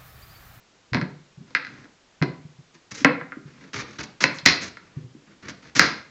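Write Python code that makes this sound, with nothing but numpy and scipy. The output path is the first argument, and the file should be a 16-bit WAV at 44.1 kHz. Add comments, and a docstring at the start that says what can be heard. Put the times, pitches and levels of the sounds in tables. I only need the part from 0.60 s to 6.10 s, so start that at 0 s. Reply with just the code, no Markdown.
"""A knife cuts raw pumpkin on a wooden board in a small kitchen, close to the microphone.
Over faint hiss, soft bumps first set the table humming and light knocks ring knife and board resonances.
Scrapes and strokes crackle as random bursts, with a brief rattle near 1 s and a hard knock near 2.4 s.
Two chops follow in quick succession and one ends the scene: the flesh splits, the blade smacks the board,
then chatters and crunches on. Loud peaks clip and the treble ends near 7.9 kHz."""
import sys
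import numpy as np
from scipy import signal
from scipy.fft import rfft, irfft, next_fast_len
from scipy.io import wavfile
from scipy.ndimage import map_coordinates

SR = 44100
rng = np.random.default_rng(int(sys.argv[2]) if len(sys.argv) > 2 else 0)


def unload_wav(signal):
    """Save mono or channel-first audio to the path in sys.argv[1] as 16-bit WAV at rate SR, clipped to [-1, 1]."""
    wavfile.write(
        sys.argv[1],
        SR,
        np.round(np.clip(np.atleast_2d(signal).T, -1, 1) * 32767).astype(np.int16),
    )


N = 242550
T = np.arange(int(0.7 * SR)) / SR  # time axis of one event, s
TREBLE_END_HZ, TOP_HZ = 7850, 15850  # band edges after the first and the second clipping
STEEPNESS = 80  # exponent of both low-pass edges


def amp(db):
    """Decibels to gain."""
    return 10 ** (np.asarray(db) / 20)


def fade(t, t60):
    """A decay that loses 60 dB in t60 seconds."""
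    return np.exp(-np.log(1000) * t / t60)


def along(points, hz):
    """Read (Hz, value) points on a logarithmic frequency axis."""
    point_hz, values = np.transpose(points)
    return np.interp(np.log(hz + 1), np.log(point_hz), values)


def add(track, s, sound):
    """Mix a sound into the track at time s."""
    part = track[round(s * SR):][:len(sound)]
    part += sound[:len(part)]


def filtered(x, gain):
    """Multiply the spectrum of x by a gain that depends on frequency."""
    size = next_fast_len(len(x) + SR // 10)
    hz = np.fft.rfftfreq(size, 1 / SR)
    return irfft(rfft(x, size) * gain(hz), size)[:len(x)]


def low_pass(x, edge_hz):
    """A steep upper band edge."""
    return filtered(x, lambda hz: 1 / np.sqrt(1 + (hz / edge_hz) ** STEEPNESS))


def snap(magnitude, travel=0, size=4096):
    """A minimum-phase click with the given spectrum, spread like a bending wave: treble arrives first."""
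    hz = np.fft.rfftfreq(size, 1 / SR)
    # folding the cepstrum onto positive time gives minimum phase
    cepstrum = irfft(np.log(magnitude(hz) + 1e-6))
    cepstrum[1:size // 2] *= 2
    cepstrum[size // 2 + 1:] = 0
    # travel: seconds taken at 1 kHz; the delay is counted from the arrival of TOP_HZ
    lag_cycles = travel * (2 * np.sqrt(1000 * hz) - hz * np.sqrt(1000 / TOP_HZ))
    return irfft(np.exp(rfft(cepstrum) - 2j * np.pi * lag_cycles))


# decay time of the kitchen: freq_hz, t60_s
ROOM_DECAY = [(120, 0.57), (300, 0.35), (700, 0.43), (1600, 0.4), (2200, 0.455), (2900, 0.39), (4500, 0.36),
              (7500, 0.28)]
# colour of the kitchen's answer: freq_hz, level_db
ROOM_COLOUR = [(100, -6.5), (170, -3.5), (300, 1), (800, -1), (2000, -10.5), (4500, -5.5), (7500, -18)]


def kitchen(sound, wet_db, gap=0.0023):
    """The direct sound plus a fresh diffuse answer of the walls: decaying noise that builds up over gap s."""
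    hz, t, z = signal.stft(rng.standard_normal(len(T)), SR, nperseg=256)
    t60 = along(ROOM_DECAY, hz)[:, None]
    # slow decays start lower, so that the decay time leaves the energy alone
    gain = amp(along(ROOM_COLOUR, hz))[:, None] * np.sqrt(2 * np.log(1000) / (t60 * SR))
    tail = signal.istft(z * gain * fade(t, t60), SR, nperseg=256)[1][:len(T)]
    response = amp(wet_db) * tail * (1 - np.exp(-(T / gap) ** 2))
    response[0] = 1  # direct sound
    return signal.fftconvolve(sound, response)


# spectrum of the hiss: freq_hz, relative level_db (per Hz)
HISS_SPECTRUM = [(25, -15), (70, -11), (150, -10.5), (400, -9), (700, -12.5), (1500, -14), (4000, -17.5),
                 (7000, -20.5), (7800, -24.5)]
HISS_DB = -59  # rms level


def background():
    """The faint even hiss of a quiet room: steady noise shaped in frequency."""
    noise = filtered(rng.standard_normal(N), lambda hz: amp(along(HISS_SPECTRUM, hz)))
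    return amp(HISS_DB) * noise / np.std(noise)


# modes of the table top: freq_hz, relative level_db, t60_s
TABLE_MODES = [(113, -6, .13), (149, -0.5, 0.3), (257.1, 3.5, 0.21), (353, 0.5, 0.15), (396.84, -8.5, 0.24),
               (499, -22, 0.5)]
# soft bumps on the table: start_s, level_db (peak), pitch_hz
TABLE_BUMPS = [ (0.32, -23.5, 121.7), (0.344, -21.5, 125.2), (0.355, -16.5, 239.4), (0.371, -18.5, 148.5),
               (0.42, -20.5, 170.8), (0.455, -30.5, 183), (0.774, -36, 150.9), (0.805, -34.5, 177.5),
               (1.614, -14, 151.3), (1.624, -19.5, 341.4), (1.848, -34.5, 139), (1.985, -39.5, 147),
               (2.415, -27.5, 273.3), (2.769, -28.5, 276.7), (2.852, -36.5, 146.8), (3.828, -38.5, 140),
               (4.366, -25, 137), (4.44, -35.5, 127), (4.549, -36, 277.6)]
HUM_DB, HUM_GROWS = -3, 0.15  # hum re the push, before it is halved; dB more for each dB of push
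HUM_SCATTER_DB = 2  # random spread of each mode


def bumps(swell_cycles=1.3, hum_rise=0.011):
    """A soft push of a few cycles sets the table top humming, each time in a new mix of its modes."""
    out = np.zeros(N)
    for s, db, pitch_hz in TABLE_BUMPS:
        age = T * pitch_hz / swell_cycles
        push = (age * np.exp(1 - age)) ** 2 * np.sin(2 * np.pi * pitch_hz * T)
        hum = np.zeros(len(T))
        for hz, level, t60 in TABLE_MODES:
            mode_gain = amp(level + rng.normal(0, HUM_SCATTER_DB))
            hum += mode_gain * fade(T, t60) * np.sin(2 * np.pi * hz * T)
        hum = amp(HUM_DB + HUM_GROWS * db) * hum * (1 - np.exp(-T / hum_rise)) / 2
        add(out, s, kitchen(amp(db) * (push + hum), wet_db=-3.0))
    return out


# spectrum of one burst: freq_hz, relative level_db (per Hz)
BURST_SPECTRUM = [(35, -34), (65, -10), (130, -2), (290, -1.5), (380, -8), (750, -18.5), (1000, -11.5),
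                  (1600, -6), (2200, -6.5), (3100, -15.5), (4500, -14), (6400, -13.5), (7400, -27),
                  (8200, -39)]


def crackle(envelope, crisp_db, groan_db, clumps_per_s=240):
    """Rubbed or splitting flesh: short bursts at random times, in clumps, with adjustable treble and bass."""
    bursts_per_s, spread_db, clump_db = 5000, 3.2, 2.3  # spreads of single bursts and of clumps
    n = len(envelope)
    knots = rng.standard_normal(int(n * clumps_per_s / SR) + 4)
    clumps = map_coordinates(knots, [np.arange(n) * clumps_per_s / SR], order=1)
    sizes = amp(spread_db * rng.standard_normal(n) + clump_db * clumps)
    sizes = sizes * rng.choice([-1, 1], n)
    bursts = sizes * (rng.random(n) < bursts_per_s / SR)
    bursts = bursts / (np.sqrt(np.mean(bursts ** 2)) + 1e-9) * envelope

    def spectrum(hz):
        treble_db = crisp_db * np.log2(1 + (hz / 5000) ** 2)
        bass_db = groan_db / (1 + (hz / 420) ** 4)
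        return amp(along(BURST_SPECTRUM, hz) + treble_db + bass_db)

    pop = snap(spectrum, travel=0.001493)
    return kitchen(signal.fftconvolve(bursts, pop / np.linalg.norm(pop)), wet_db=2.0)


ATTACK_S, RELEASE_T60, SAG_DB = 0.0039, 0.055, -0.5  # level change along the stroke is SAG_DB


def stroke_envelope(length):
    """The level of one stroke: it bites, sags very slightly and lets go."""
    t = T[T < length + RELEASE_T60]
    sag = amp(SAG_DB * (np.minimum(t / length, 1) - 0.5))
    return (1 - np.exp(-t / ATTACK_S)) * sag * fade(np.maximum(t - length, 0), RELEASE_T60)


# strokes through the flesh, and scrapes of knife or chunks sliding:
# start_s, length_s, level_db, crisp_db (at 5 kHz)
CUT_STROKES = [ (0.859, .078, -57.5, -4), (1.039, 0.2082, -51.5, -5), (2.139, 0.0142, -49, 1),
               (2.308, 0.0125, -34.5, 6.5), (2.341, 0.0162, -34, 7.5), (2.366, 0.0583, -39, 5.5),
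               (2.859, 0.233, -54.5, -5), (3.001, 0.0503, -50.5, -5), (3.13, 0.0906, -32.5, -0.5),
               (3.261, 0.1047, -48.5, -0.5), (3.383, .026, -32, -2), (3.427, 0.0098, -36, 4.5),
               (3.737, 0.0615, -42.5, 10), (4.01, 0.037, -31.5, 4), (4.054, 0.0316, -41.5, 7),
               (4.201, 0.229, -57.5, -6.5), (4.66, 0.0756, -55, -10), (4.822, 0.0575, -45, -4.5),
               (4.879, 0.0239, -37.5, 2), (5.022, 0.0696, -49, -1.5)]
GROAN_ONSET_DB, GROAN_PER_DB = -34, 0.2336  # stroke level of no added bass; bass dB per dB below it


def cutting():
    """Strokes and scrapes crackle; the gentler they are, the more bass they carry."""
    out = np.zeros(N)
    for s, length, db, crisp_db in CUT_STROKES:
        groan_db = GROAN_PER_DB * (GROAN_ONSET_DB - db)
        add(out, s, crackle(amp(db) * stroke_envelope(length), crisp_db, groan_db))
    return out


def resonances(modes, hz, tilt_db=0, scatter_db=1):
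    """Power spectrum of steep-sided resonances; a narrow one rings longer, so its peak stands higher."""
    centre = np.mean([mode[0] for mode in modes])
    power = 0
    for mode_hz, width, db in modes:
        level = db + tilt_db * np.log2(mode_hz / centre) + rng.normal(0, scatter_db)
        detune = (hz ** 2 - mode_hz ** 2) / ((hz + 1) * width)
        power += (amp(level) * SR / (2 * width) / (1 + detune ** 2)) ** 2
    return power


# quickly damped resonances of knife on wood, blade and board, each: freq_hz, width_hz, relative level_db
KNOCK_MODES = [(1380, 320, -14.5), (1633.2, 373, -9.5), (2029, 389.5, -6.5), (2527.4, 320, -17)]
STEEL_MODES = [(3450, 2000, -5), (4172, 440, -7), (4951, 500, -6), (5536, 990, -4.5), (6750, 680, -11.5)]
BOARD_MODES = [(159.34, 48, -12), (276.54, 81, -5), (508.4, 160, -6), (723, 230, -8), (1004, 220, -2)]


def strike(knock_db, tilt_db, steel_db, steel_tilt_db, board_db, chatter_db, chatter_t60,
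           spread_db=0.5, travel=0.0028, soft_hz=6200):
    """One blow rings knife, blade and board; random lighter touches then chatter to rest."""
    touches_per_s = 1300

    def spectrum(hz):
        power = amp(knock_db) ** 2 * resonances(KNOCK_MODES, hz, tilt_db)
        power += amp(steel_db) ** 2 * resonances(STEEL_MODES, hz, steel_tilt_db)
        power += amp(board_db) ** 2 * resonances(BOARD_MODES, hz)
        return np.sqrt(power / (1 + (hz / soft_hz) ** 10))  # the treble of the blow fades above soft_hz

    blow = snap(spectrum, travel)
    touches = (rng.random(len(T)) < touches_per_s / SR) * rng.choice([-1, 1], len(T))
    sizes = amp(spread_db * rng.standard_normal(len(T)))
    chatter = touches * sizes * fade(T, chatter_t60) * (T > 0.002)
    force = amp(chatter_db) * chatter / (np.linalg.norm(chatter) + 1e-9)
    force[0] = 1  # the blow itself
    return kitchen(signal.fftconvolve(force, blow)[:len(T)], wet_db=0.5)


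# knocks on the wood, and a brief scraping rattle near 1.05 s: start_s, knock_db, steel_db, board_db
WOOD_KNOCKS = [ (0.3327, -15, -26.5, -29), (0.3457, -10, -21.5, -20.5), (0.3691, -17.5, -35.5, -29.5),
               (0.4132, -18.5, -33.5, -36.5), (0.906, -52.5, -52, -50), (0.9494, -2.5, -20.5, -34),
               (0.9695, -23, -51.5, -37.5), (1.025, -27.5, -49, -54), (1.048, -23.5, -39, -48),
               (1.068, -26, -38.5, -52), (1.254, -44, -67, -50.5), (1.6153, -20.5, -47, -31),
               (1.624, -11.5, -23.5, -22.5), (2.4462, 7.5, -18.5, -8.5), (2.6115, -25, -80, -34.5),
               (2.72, -24, -56.5, -43.5), (3.786, -31, -28, -46), (4.17, -27, -45, -47.5),
               (4.8835, -26, -35.5, -43)]
TILT_PER_DB, EVEN_STEEL_DB = 0.4831, -25.5  # dB per octave for each dB of steel over the even level
KNOCK_STEEL_TILT_DB = -14  # dB per octave
KNOCK_CHATTER_DB, KNOCK_CHATTER_T60 = -4, 0.085  # rattle after a knock: dB re the blow, s
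SQUASH_DB, SQUASH_T60 = -20, 0.031  # short crackle with each knock: dB re the steel, s


def knocks():
    """Knocks and a rattle on the wood: more steel makes them brighter; each brings a short crackle."""
    out = np.zeros(N)
    for s, db, steel_db, board_db in WOOD_KNOCKS:
        tilt_db = TILT_PER_DB * (steel_db - EVEN_STEEL_DB)
        knock = strike(db, tilt_db, steel_db, KNOCK_STEEL_TILT_DB, board_db,
                       KNOCK_CHATTER_DB, KNOCK_CHATTER_T60)
        add(out, s, knock)
        squash = amp(steel_db + SQUASH_DB) * fade(T[T < SQUASH_T60], SQUASH_T60)
        add(out, s, crackle(squash, crisp_db=4.5, groan_db=-4))
    return out


# the blade breaks through and hits the board: start_s (of the blow), knock_db, knock_tilt_db (per octave),
# steel_db, board_db, split_s (length before the blow), chatter_db, crunch_db, settling_t60_s
BREAKTHROUGHS = [ (3.6394, 3.5, 10, -8.5, -16, 0.03583, -10, -32, 0.078),
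                 (3.8602, 4, 17, 4, -18, 0.00691, -4, -16.5, 0.2487),
                 (5.194, 8.5, -12, 3, -16, .044, -14.5, -18.5, 0.3604)]
CHOP_STEEL_TILT_DB = -3.5  # dB per octave
SPLIT_ENERGY_DB = -38  # splits share one energy (dB over one second), so a quick one is louder
SPLIT_CRISP_DB, SPLIT_GROAN_DB = 3, -3  # treble and bass of the splitting flesh
CRUNCH_CRISP_DB, CRUNCH_GROAN_DB = -3, -7.5  # the same as the blade slides on


def chops():
    """The flesh splits, the blade smacks the board, then crunches on along the cut as it settles."""
    out = np.zeros(N)
    for s, knock_db, tilt_db, steel_db, board_db, split_s, chatter_db, crunch_db, t60 in BREAKTHROUGHS:
        split = amp(SPLIT_ENERGY_DB) / np.sqrt(split_s) * stroke_envelope(split_s)
        add(out, s - split_s, crackle(split, SPLIT_CRISP_DB, SPLIT_GROAN_DB))
        smack = strike(knock_db, tilt_db, steel_db, CHOP_STEEL_TILT_DB, board_db, chatter_db, t60)
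        add(out, s, smack)
        crunch = amp(crunch_db) * fade(T, t60)
        add(out, s, crackle(crunch, CRUNCH_CRISP_DB, CRUNCH_GROAN_DB))
    return out


def scene():
    """Everything happens on the table, just under the microphone."""
    return (background() + bumps() + cutting() + knocks() + chops())[None]


def record(dry, ceiling=0.966):
    """Band-limited sound: loud peaks clip, treble ends near 7.9 kHz, then peaks clip again at full scale."""
    overloaded = np.clip(dry[0], -ceiling, ceiling)
    narrow = low_pass(overloaded, TREBLE_END_HZ)
    return low_pass(np.clip(narrow, -1, 1), TOP_HZ)[None]


dry = scene()
out = record(dry)
unload_wav(out)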